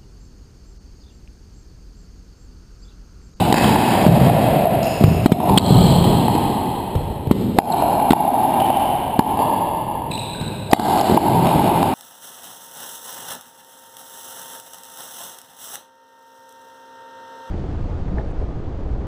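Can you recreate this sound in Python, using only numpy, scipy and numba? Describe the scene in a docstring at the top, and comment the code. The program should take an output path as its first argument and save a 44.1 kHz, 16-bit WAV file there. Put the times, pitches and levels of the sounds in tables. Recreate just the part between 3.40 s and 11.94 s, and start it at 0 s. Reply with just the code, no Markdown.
"""A hollow rubber ball pings off racquets, walls and floor in a rally on a bare, very live court.
Each impact excites the ball's air cavity and shell. Footfalls drive the sprung boards, soles squeak by
stick-slip friction, wooden panels boom and racquets swish, over the low noise of the ventilation.
Every blow reverberates for about three seconds. A small camera on the floor picks it up: its gain
ducks after loud blows, it overloads, and its slow converter mirrors the sound into the treble."""
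import sys
import numpy as np
from scipy import signal
from scipy.fft import rfft, irfft, next_fast_len
from scipy.io import wavfile
from numba import njit

SR = 44100
rng = np.random.default_rng(int(sys.argv[2]) if len(sys.argv) > 2 else 0)


def put_to_file(sound):
    """Save the sound as 16-bit audio at rate SR, in the file named by the first command-line argument."""
    columns = np.atleast_2d(sound).T  # one column per channel
    safe = np.clip(columns, -1, 1)
    whole_steps = np.round(safe * 32767)
    wavfile.write(sys.argv[1], SR, whole_steps.astype(np.int16))


N = 376605


def from_db(db):
    """Amplitude ratio of a level in decibels."""
    return 10 ** (np.asarray(db) / 20)


def seconds(length_s):
    """A uniformly sampled time axis."""
    return np.arange(int(length_s * SR)) / SR


def decay(t, t60_s):
    """Exponential damping: 60 dB are lost in t60_s."""
    return np.exp(-np.log(1000) * t / t60_s)


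def mode(t, hz, t60_s):
    """Impulse response of a damped harmonic oscillator."""
    return np.sin(2 * np.pi * hz * t) * decay(t, t60_s)


def on_bins(hz, values, size):
    """A curve interpolated over log frequency onto the bins of a Fourier transform."""
    bins_hz = np.maximum(np.fft.rfftfreq(size, 1 / SR), 1)
    return np.interp(np.log(bins_hz), np.log(hz), values)


def coloured_noise(spectrum, size):
    """Spectral shaping: white noise filtered by (frequency_hz, level_db) points, scaled to rms 1."""
    padded = next_fast_len(size)
    gain = from_db(on_bins(*np.transpose(spectrum), padded))
    noise = irfft(rfft(rng.standard_normal(padded)) * gain, padded)[:size]
    return noise / noise.std()


# spectrum of the ball's crack and the soles' slap and rub: frequency_hz, level_db
CONTACT_SPECTRUM = [(300, -13), (1000, 10.5), (1700, 1), (2200, 2.5), (3000, 3), (4000, 3.5), (5500, -6.5)]

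def contact_noise(envelope):
    """Broadband contact noise: a burst is whitened to remove chance pitches, then coloured."""
    size = len(envelope)
    noise = rng.standard_normal(size) * envelope
    for _ in range(4):
        bins = rfft(noise, 2 * size)
        noise = irfft(bins / (np.abs(bins) + 1e-12))[:size]
    colour = from_db(on_bins(*np.transpose(CONTACT_SPECTRUM), 2 * size))
    noise = irfft(rfft(noise, 2 * size) * colour)[:size]
    return noise * np.linalg.norm(envelope) / np.linalg.norm(noise)


def cavity_ping(t, cavity_hz, hardness_db, squash=0.11, rebound_s=0.0037, lag_s=0.0012):
    """Cavity resonance: the pitch rises as the ball springs back; a hard blow chokes it sooner."""
    pitch_hz = cavity_hz * (1 - squash * np.exp(-t / rebound_s))
    phase = 2 * np.pi * np.cumsum(pitch_hz) / SR
    swell_s = 0.0023 * 2 ** (-hardness_db / 35.5)
    progress = np.maximum(t - lag_s, 0) / swell_s
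    envelope = (progress * np.exp(1 - progress)) ** 3
    overtone = from_db(-26 + .5 * hardness_db) * np.sin(1.962 * phase)
    return from_db(-4.5) * envelope * (np.sin(phase) + overtone)


# the ball's higher shell modes: frequency_hz, level_db, t60_s
SHELL_MODES = [(937, -11, 0.017), (2265, -25, 0.01), (2800, -28, 0.022)]
# ball hits, and stray pings that stand out of the court's echo:
# start_s, level_db, distance_m, cavity_hz, hardness_db
BALL_PINGS = [(-0.3, 16.5, 5.5, 787, -2.5), (0.1245, 7.5, 3.4, 825, 6.5), (0.141, 11, 6.7, 656, 11.5),
              (0.277, 13.5, 14, 834, 1.5), (0.356, 7, 2.8, 894, -10), (0.54, 7.5, 20, 640, -2),
              (0.648, 9, 4.7, 605, -13), (0.664, 16, 15, 700, -7), (0.895, 6, 3, 743, -12),
              (0.962, 5, 4.1, 658, -35), (1.251, 2, 3.6, 697, -32), (1.859, 10.5, 3.6, 724, -18.5),
              (2.0, 2, 3.5, 933, -5), (2.08, 10, 33, 866, -4.5), (2.163, 10, 23, 677, 5),
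              (2.64, 5, 5.9, 830, -1.5), (2.88, 5, 4.6, 880, -3.5), (4.185, 11.5, 1, 812, -7),
              (4.252, 6.5, 16, 806, -6.5), (4.315, 7.5, 13, 873, -8.5), (4.42, 6, 4.4, 715, -8),
              (4.597, 6.5, 4.3, 833, -12), (4.7305, 18.5, 2.44, 844, -12.5), (4.765, 12, 6, 760, -9),
              (4.985, 5, 9.5, 750, -3.5), (5.2135, -1, 2.4, 770, -13), (5.2995, -0.5, 1.3, 750, -14),
              (5.7918, 6, 1.75, 902, -10.5), (5.97, 8, 16, 905, -6), (6.0, -2, 4.9, 629, -30),
              (7.3308, 17, 0.67, 810, -0.5), (7.395, 15, 3.5, 823, 1), (7.465, 13, 10, 855, -3.5),
              (7.5585, 15, 7.2, 703, -3), (7.6095, 6.5, 1.8, 820, -7), (7.772, 14, 2.1, 884, -19),
              (7.878, 7, 2.8, 892, -18), (8.055, 8, 9.8, 694, 1), (8.427, 0.5, 2.3, 855, -3)]

def ball_ping(cavity_hz, hardness_db):
    """Elastic impact excites shell and cavity; a harder blow loads faster, thumps and cracks more."""
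    t = seconds(0.26)
    thump = from_db(1.5 + 0.51 * hardness_db) * mode(t, hz=285, t60_s=0.013)
    wobble = from_db(-6) * mode(t, hz=600, t60_s=0.0085)  # the rubber wall swings in and out
    ping = cavity_ping(t, cavity_hz, hardness_db)
    shell = sum((-1) ** k * from_db(db) * mode(t, hz, t60_s)
                for k, (hz, db, t60_s) in enumerate(SHELL_MODES))
    crack = 0.26 * from_db(hardness_db) * contact_noise(decay(t, t60_s=0.016))
    contact_s = 0.00086 * 2 ** (-hardness_db / 47)
    loading = 1 - np.exp(-(t / contact_s) ** 2)
    return (thump + wobble - ping + shell + crack) * loading


# thuds on the floorboards, mostly steps, and a stomp's quick echoes:
# start_s, level_db, distance_m, board_hz, slap_db
FLOOR_THUDS = [(-0.2, 7, 6, 175, -6), (0.22, 10, 14, 192, -5), (0.6635, 7.5, 1.7, 193, -11),
               (0.691, 1, 2.3, 144, -22), (0.716, -8, 0.78, 174, -28), (0.775, 4.5, 2.7, 153, -26),
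               (0.812, -2, 1.05, 157, -32), (1.609, -0.5, 2.9, 187, -15), (1.638, 1, 1.03, 135, -11),
               (1.677, -3, 2, 133, -31), (1.712, -8, 3.1, 133, -15), (1.8585, 2, 0.51, 255, -9),
               (1.9185, 1, 0.44, 187, -11), (2.09, 10, 30, 171, -31), (2.1735, -3.5, 0.69, 233, -21),
               (2.305, 4.5, 1.8, 160, -26), (2.338, -8, 1.6, 149, -28), (2.36, -4, 3, 66, -28),
               (2.405, -2.5, 2.2, 98, -20), (2.655, 3.5, 9.5, 211, -34), (2.95, -2.5, 2.3, 279, -15),
               (3.552, -3.5, 1.9, 90, -16.5), (3.87, -8, 2.4, 135, -20), (3.9105, 1.5, 1.1, 220, -13),
               (4.32, -21, 4.9, 109, -7), (4.7065, 2.5, 0.67, 249, -8), (4.719, -1, 1.4, 230, -4),
               (5.21, -12, 8, 112.4, -21), (5.7905, -5.5, 0.93, 235, -10), (6.7, -21, 1.3, 175, -16),
               (7.01, -9.5, 3.7, 153, -7), (7.6965, 10, 3.4, 365, -17), (7.71, 10.5, 4.8, 313, -16),
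               (7.72, -1.5, 1.3, 189, -20), (7.744, -1.5, 1.4, 240, -14), (7.766, 1, 1.7, 277, -24),
               (7.877, 4.5, 9.1, 182, -11), (8.155, -11.5, 0.66, 163, -24)]

def floor_thud(board_hz, slap_db, ordinary_step_hz=198, ring_cycles=4.93, heel_s=0.00087):
    """Damped vibration of sprung boards under a slapping sole; lower thuds boom more and ring longer."""
    t = seconds(0.086)
    boards = mode(t, board_hz, t60_s=ring_cycles / board_hz)
    knock = from_db(-8) * mode(t, hz=430, t60_s=0.014)
    octaves = np.log2(board_hz / ordinary_step_hz)
    boom = from_db(-9.5 - 15.5 * octaves) * mode(t, hz=66, t60_s=0.019)
    slap = 0.52 * from_db(slap_db) * contact_noise(decay(t, t60_s=0.034))
    loading = 1 - np.exp(-t / heel_s)
    return (2.14 * (boards - knock - boom) + slap) * loading


# relative spectral density of the ventilation: frequency_hz, level_db
VENT_SPECTRUM = [(20, 11), (55, -5), (130, 1.5), (300, -7), (600, -8), (1500, -36), (5000, -55)]

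def ventilation(level_db=-26):
    """Stationary noise with most of its power in the bass."""
    return from_db(level_db) * coloured_noise(VENT_SPECTRUM, N)


# rubber soles slipping: start_s, level_db, distance_m, pitch_hz, glide_octaves, roughness (0-1)
SOLE_SLIPS = [(0.165, -5, 6, 2290, -0.99, 0.87), (0.24, -3, 4.2, 3200, 0.36, 0.76),
              (1.426, -19, 6.2, 2680, 0.22, 0.2), (1.427, -17.5, 6, 5010, 0.2, .9),
              (1.449, -26, 5.6, 5070, -.1, .4), (1.465, -19, 3.6, 2740, 0.34, 0.4),
              (2.174, -6, 0.45, 3190, -0.25, 0.46), (2.1785, -7, 0.49, 4090, 0.47, 0.6),
              (2.258, -6.5, 4.6, 4184, 0.24, 0.5), (4.318, -22, 1.5, 4150, -0.31, 0.24),
              (4.7045, -19.5, 0.65, 3580, -0.56, 0.97), (5.1995, -12.5, 5.3, 2990, 0.3, 0.8),
              (6.71, -12, 8.3, 3923, -0.26, 0.2), (6.712, -21, 3.5, 2570, -0.25, 0.23),
              (6.773, -25, 2.1, 2800, 0.2, 0.43), (6.945, -25, 5, 1560, 0.17, .5),
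              (7.312, -18, 3.2, 4850, 0, .9), (7.572, -16, 2.8, 4870, 0.72, 0.66),
              (7.581, -12, 2.7, 3000, -0.28, .8), (7.591, -13, 2.4, 4300, -0.32, 0.7),
              (7.608, -20.5, 1.2, 5270, 0, 0.9)]

def squeak(pitch_hz, glide_octaves, roughness, clean_slip_s=0.01277, arch_octaves=0.081):
    """Stick-slip friction gives an arching tone; a rough slip wavers, chatters, rubs and ends sooner."""
    t = seconds(.06)
    jitter_spectrum = [(100, 3.5), (500, 24), (2500, -15.5)]
    waver_octaves = 0.093 * roughness * coloured_noise(jitter_spectrum, len(t))
    grip = coloured_noise(jitter_spectrum, len(t))
    progress = np.minimum(t / clean_slip_s * 2 ** roughness, 1)
    pressure = np.sin(np.pi * progress)  # the sole catches and lets go
    octaves = glide_octaves * (progress - .5) + arch_octaves * (pressure - 1) + waver_octaves
    phase = 2 * np.pi * np.cumsum(pitch_hz * 2 ** octaves) / SR
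    tone = np.sin(phase) + from_db(-18) * np.sin(2 * phase)
    chatter = from_db(4 * roughness * (grip - .5))
    rub = from_db(-5) * roughness * contact_noise(pressure)
    return tone * pressure * chatter + rub


# a wooden panel's modes: pitch_ratio, level_db
PANEL_MODES = [(0.83, 0.5), (1, 3), (1.13, -32), (1.28, 4.5), (1.45, -4.5), (1.71, -16)]
# heavy landings and shoves: start_s, level_db, distance_m, t60_s, pitch_hz
PANEL_BLOWS = [(0.664, -15.5, 0.39, 1, 127.3), (1.637, -20.5, 0.5, 0.28, 127),
               (2.3, -18.5, 0.44, 1.6, 134.8), (3.55, -25.5, 1.1, 0.61, 113.2),
               (7.87, -19, 0.64, 1.03, 130)]

def panel_boom(t60_s, pitch_hz, swell_s=0.0031):
    """Modal superposition: a big wooden panel takes the weight and rings in several low modes."""
    t = seconds(.8)
    modes = sum((-1) ** k * from_db(db) * mode(t, ratio * pitch_hz, t60_s)
                for k, (ratio, db) in enumerate(PANEL_MODES))
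    return .5 * modes * (1 - np.exp(-t / swell_s))


# racquets sweeping close by: start_s, level_db, distance_m, pitch_hz
RACQUET_SWINGS = [(4.145, -27, 0.99, 486), (7.294, -29, 0.43, 660)]

def racquet_swish(pitch_hz, length_s=0.049, width_octaves=0.38):
    """Aerodynamic noise: air rushes through the strings, louder as the racquet gathers speed."""
    t = seconds(length_s)
    band = [(pitch_hz * 2 ** (widths * width_octaves), db)
            for widths, db in [(-3, -30), (-1, -8), (0, 0), (1, -10), (4, -45)]]
    return coloured_noise(band, len(t)) * np.sin(np.pi * (t / length_s) ** 2)


# the court's reverberation time: frequency_hz, t60_s
COURT_DECAY = [(50, 3.3), (160, 2.44), (400, 3.05), (900, 3.4), (2500, 4.12), (5000, 2.48)]

def court_response(density_per_s3=1.5e6, build_s=0.0068, bunching_db=1.67, flutter_s=.0356):
    """Reverberation: echo density grows with time squared; a flutter runs between floor and ceiling."""
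    t = seconds(3)
    echo_chance = np.clip(density_per_s3 * t ** 2 / SR, 1e-4, 1)
    echoes = rng.standard_normal(len(t)) * (rng.random(len(t)) < echo_chance) / np.sqrt(echo_chance)
    bunching = coloured_noise([(15, -26), (40, -6), (120, 2.5), (400, -29.5)], len(t))
    echoes *= from_db(bunching_db * bunching)
    onset = 1 - np.exp(-(t / build_s) ** 2)
    spectrum = rfft(echoes * onset)
    centres_hz, t60s = np.transpose(COURT_DECAY)
    bands = [on_bins(centres_hz, weights, len(t)) for weights in np.eye(len(t60s))]
    wash = sum(irfft(spectrum * band, len(t)) * decay(t, t60_s) for band, t60_s in zip(bands, t60s))
    wash /= np.linalg.norm(wash)
    trip = int(flutter_s * SR)
    wash[trip::trip] += 0.073 * decay(t[trip::trip], t60_s=0.26)
    return wash


def in_court(events, source, responses, critical_distance_m=2.19):
    """Inverse distance law: the direct sound equals the reverberant field at the critical distance."""
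    lead = SR // 2  # the rally is already under way at time zero
    out = np.zeros(lead + N + 4 * SR)
    for k, (start_s, level_db, distance_m, *shape) in enumerate(events):
        sound = from_db(level_db) * source(*shape)
        heard = signal.oaconvolve(sound, responses[k % len(responses)])
        heard[:len(sound)] += critical_distance_m / distance_m * sound
        start = lead + round(start_s * SR)
        out[start:start + len(heard)] += heard
    return out[lead:lead + N]


def scene():
    """Superposition of ball, floor, soles, panels and racquets over the ventilation."""
    responses = [court_response() for _ in range(10)]  # each spot has its own pattern of echoes
    background = ventilation()
    sources = [(BALL_PINGS, ball_ping), (FLOOR_THUDS, floor_thud), (SOLE_SLIPS, squeak),
               (PANEL_BLOWS, panel_boom), (RACQUET_SWINGS, racquet_swish)]
    rally = sum(in_court(events, source, responses) for events, source in sources)
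    return (background + rally)[None]


@njit
def gain_reduction_db(excess_db, attack_s, release_db_per_s):
    """Envelope follower: it chases the excess level quickly and lets go at a steady rate."""
    attack, release = 1 / (attack_s * SR), release_db_per_s / SR
    out, held = np.zeros(len(excess_db)), 0.
    for i in range(len(out)):
        held = max(held + attack * max(excess_db[i] - held, 0.) - release, 0.)
        out[i] = held
    return out


def gain_control(x, threshold_db=-11.5, sense_hz=350, deepest_db=28):
    """Dynamic compression: loud sound is turned down, with the bass heeded less."""
    sensed = signal.sosfilt(signal.butter(2, sense_hz, "high", fs=SR, output="sos"), x)
    level_db = 20 * np.log10(np.abs(sensed) + 1e-9)
    excess_db = np.minimum(level_db - threshold_db, deepest_db)
    return x * from_db(-gain_reduction_db(excess_db, attack_s=0.0024, release_db_per_s=90))


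def converter(x, band_hz=5500, rate_hz=12000):
    """Zero-order hold: weaker images of the band appear on both sides of the sampling rate."""
    narrow = signal.sosfilt(signal.butter(24, band_hz, fs=SR, output="sos"), x)
    mirrored = narrow * (1 + 2 * np.cos(2 * np.pi * rate_hz * np.arange(N) / SR))
    padded = next_fast_len(N)
    hold_droop = np.sinc(np.fft.rfftfreq(padded, 1 / SR) / rate_hz)
    return irfft(rfft(mirrored, padded) * hold_droop, padded)[:N]


def record(dry, mic_low_hz=62, cutoff_hz=15300):
    """Band limiting and saturation: the camera loses deep bass, ducks, clips and cuts the top."""
    picked_up = signal.sosfilt(signal.butter(2, mic_low_hz, "high", fs=SR, output="sos"), dry[0])
    overloaded = np.clip(gain_control(picked_up), -1.2, 1.2)
    converted = converter(overloaded)
    soft_clipped = .93 * converted / (1 + converted ** 12) ** (1 / 12)
    top_cut = signal.ellip(12, .1, 80, cutoff_hz, fs=SR, output="sos")
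    return signal.sosfilt(top_cut, soft_clipped)[None]


dry = scene()
out = record(dry)
put_to_file(out)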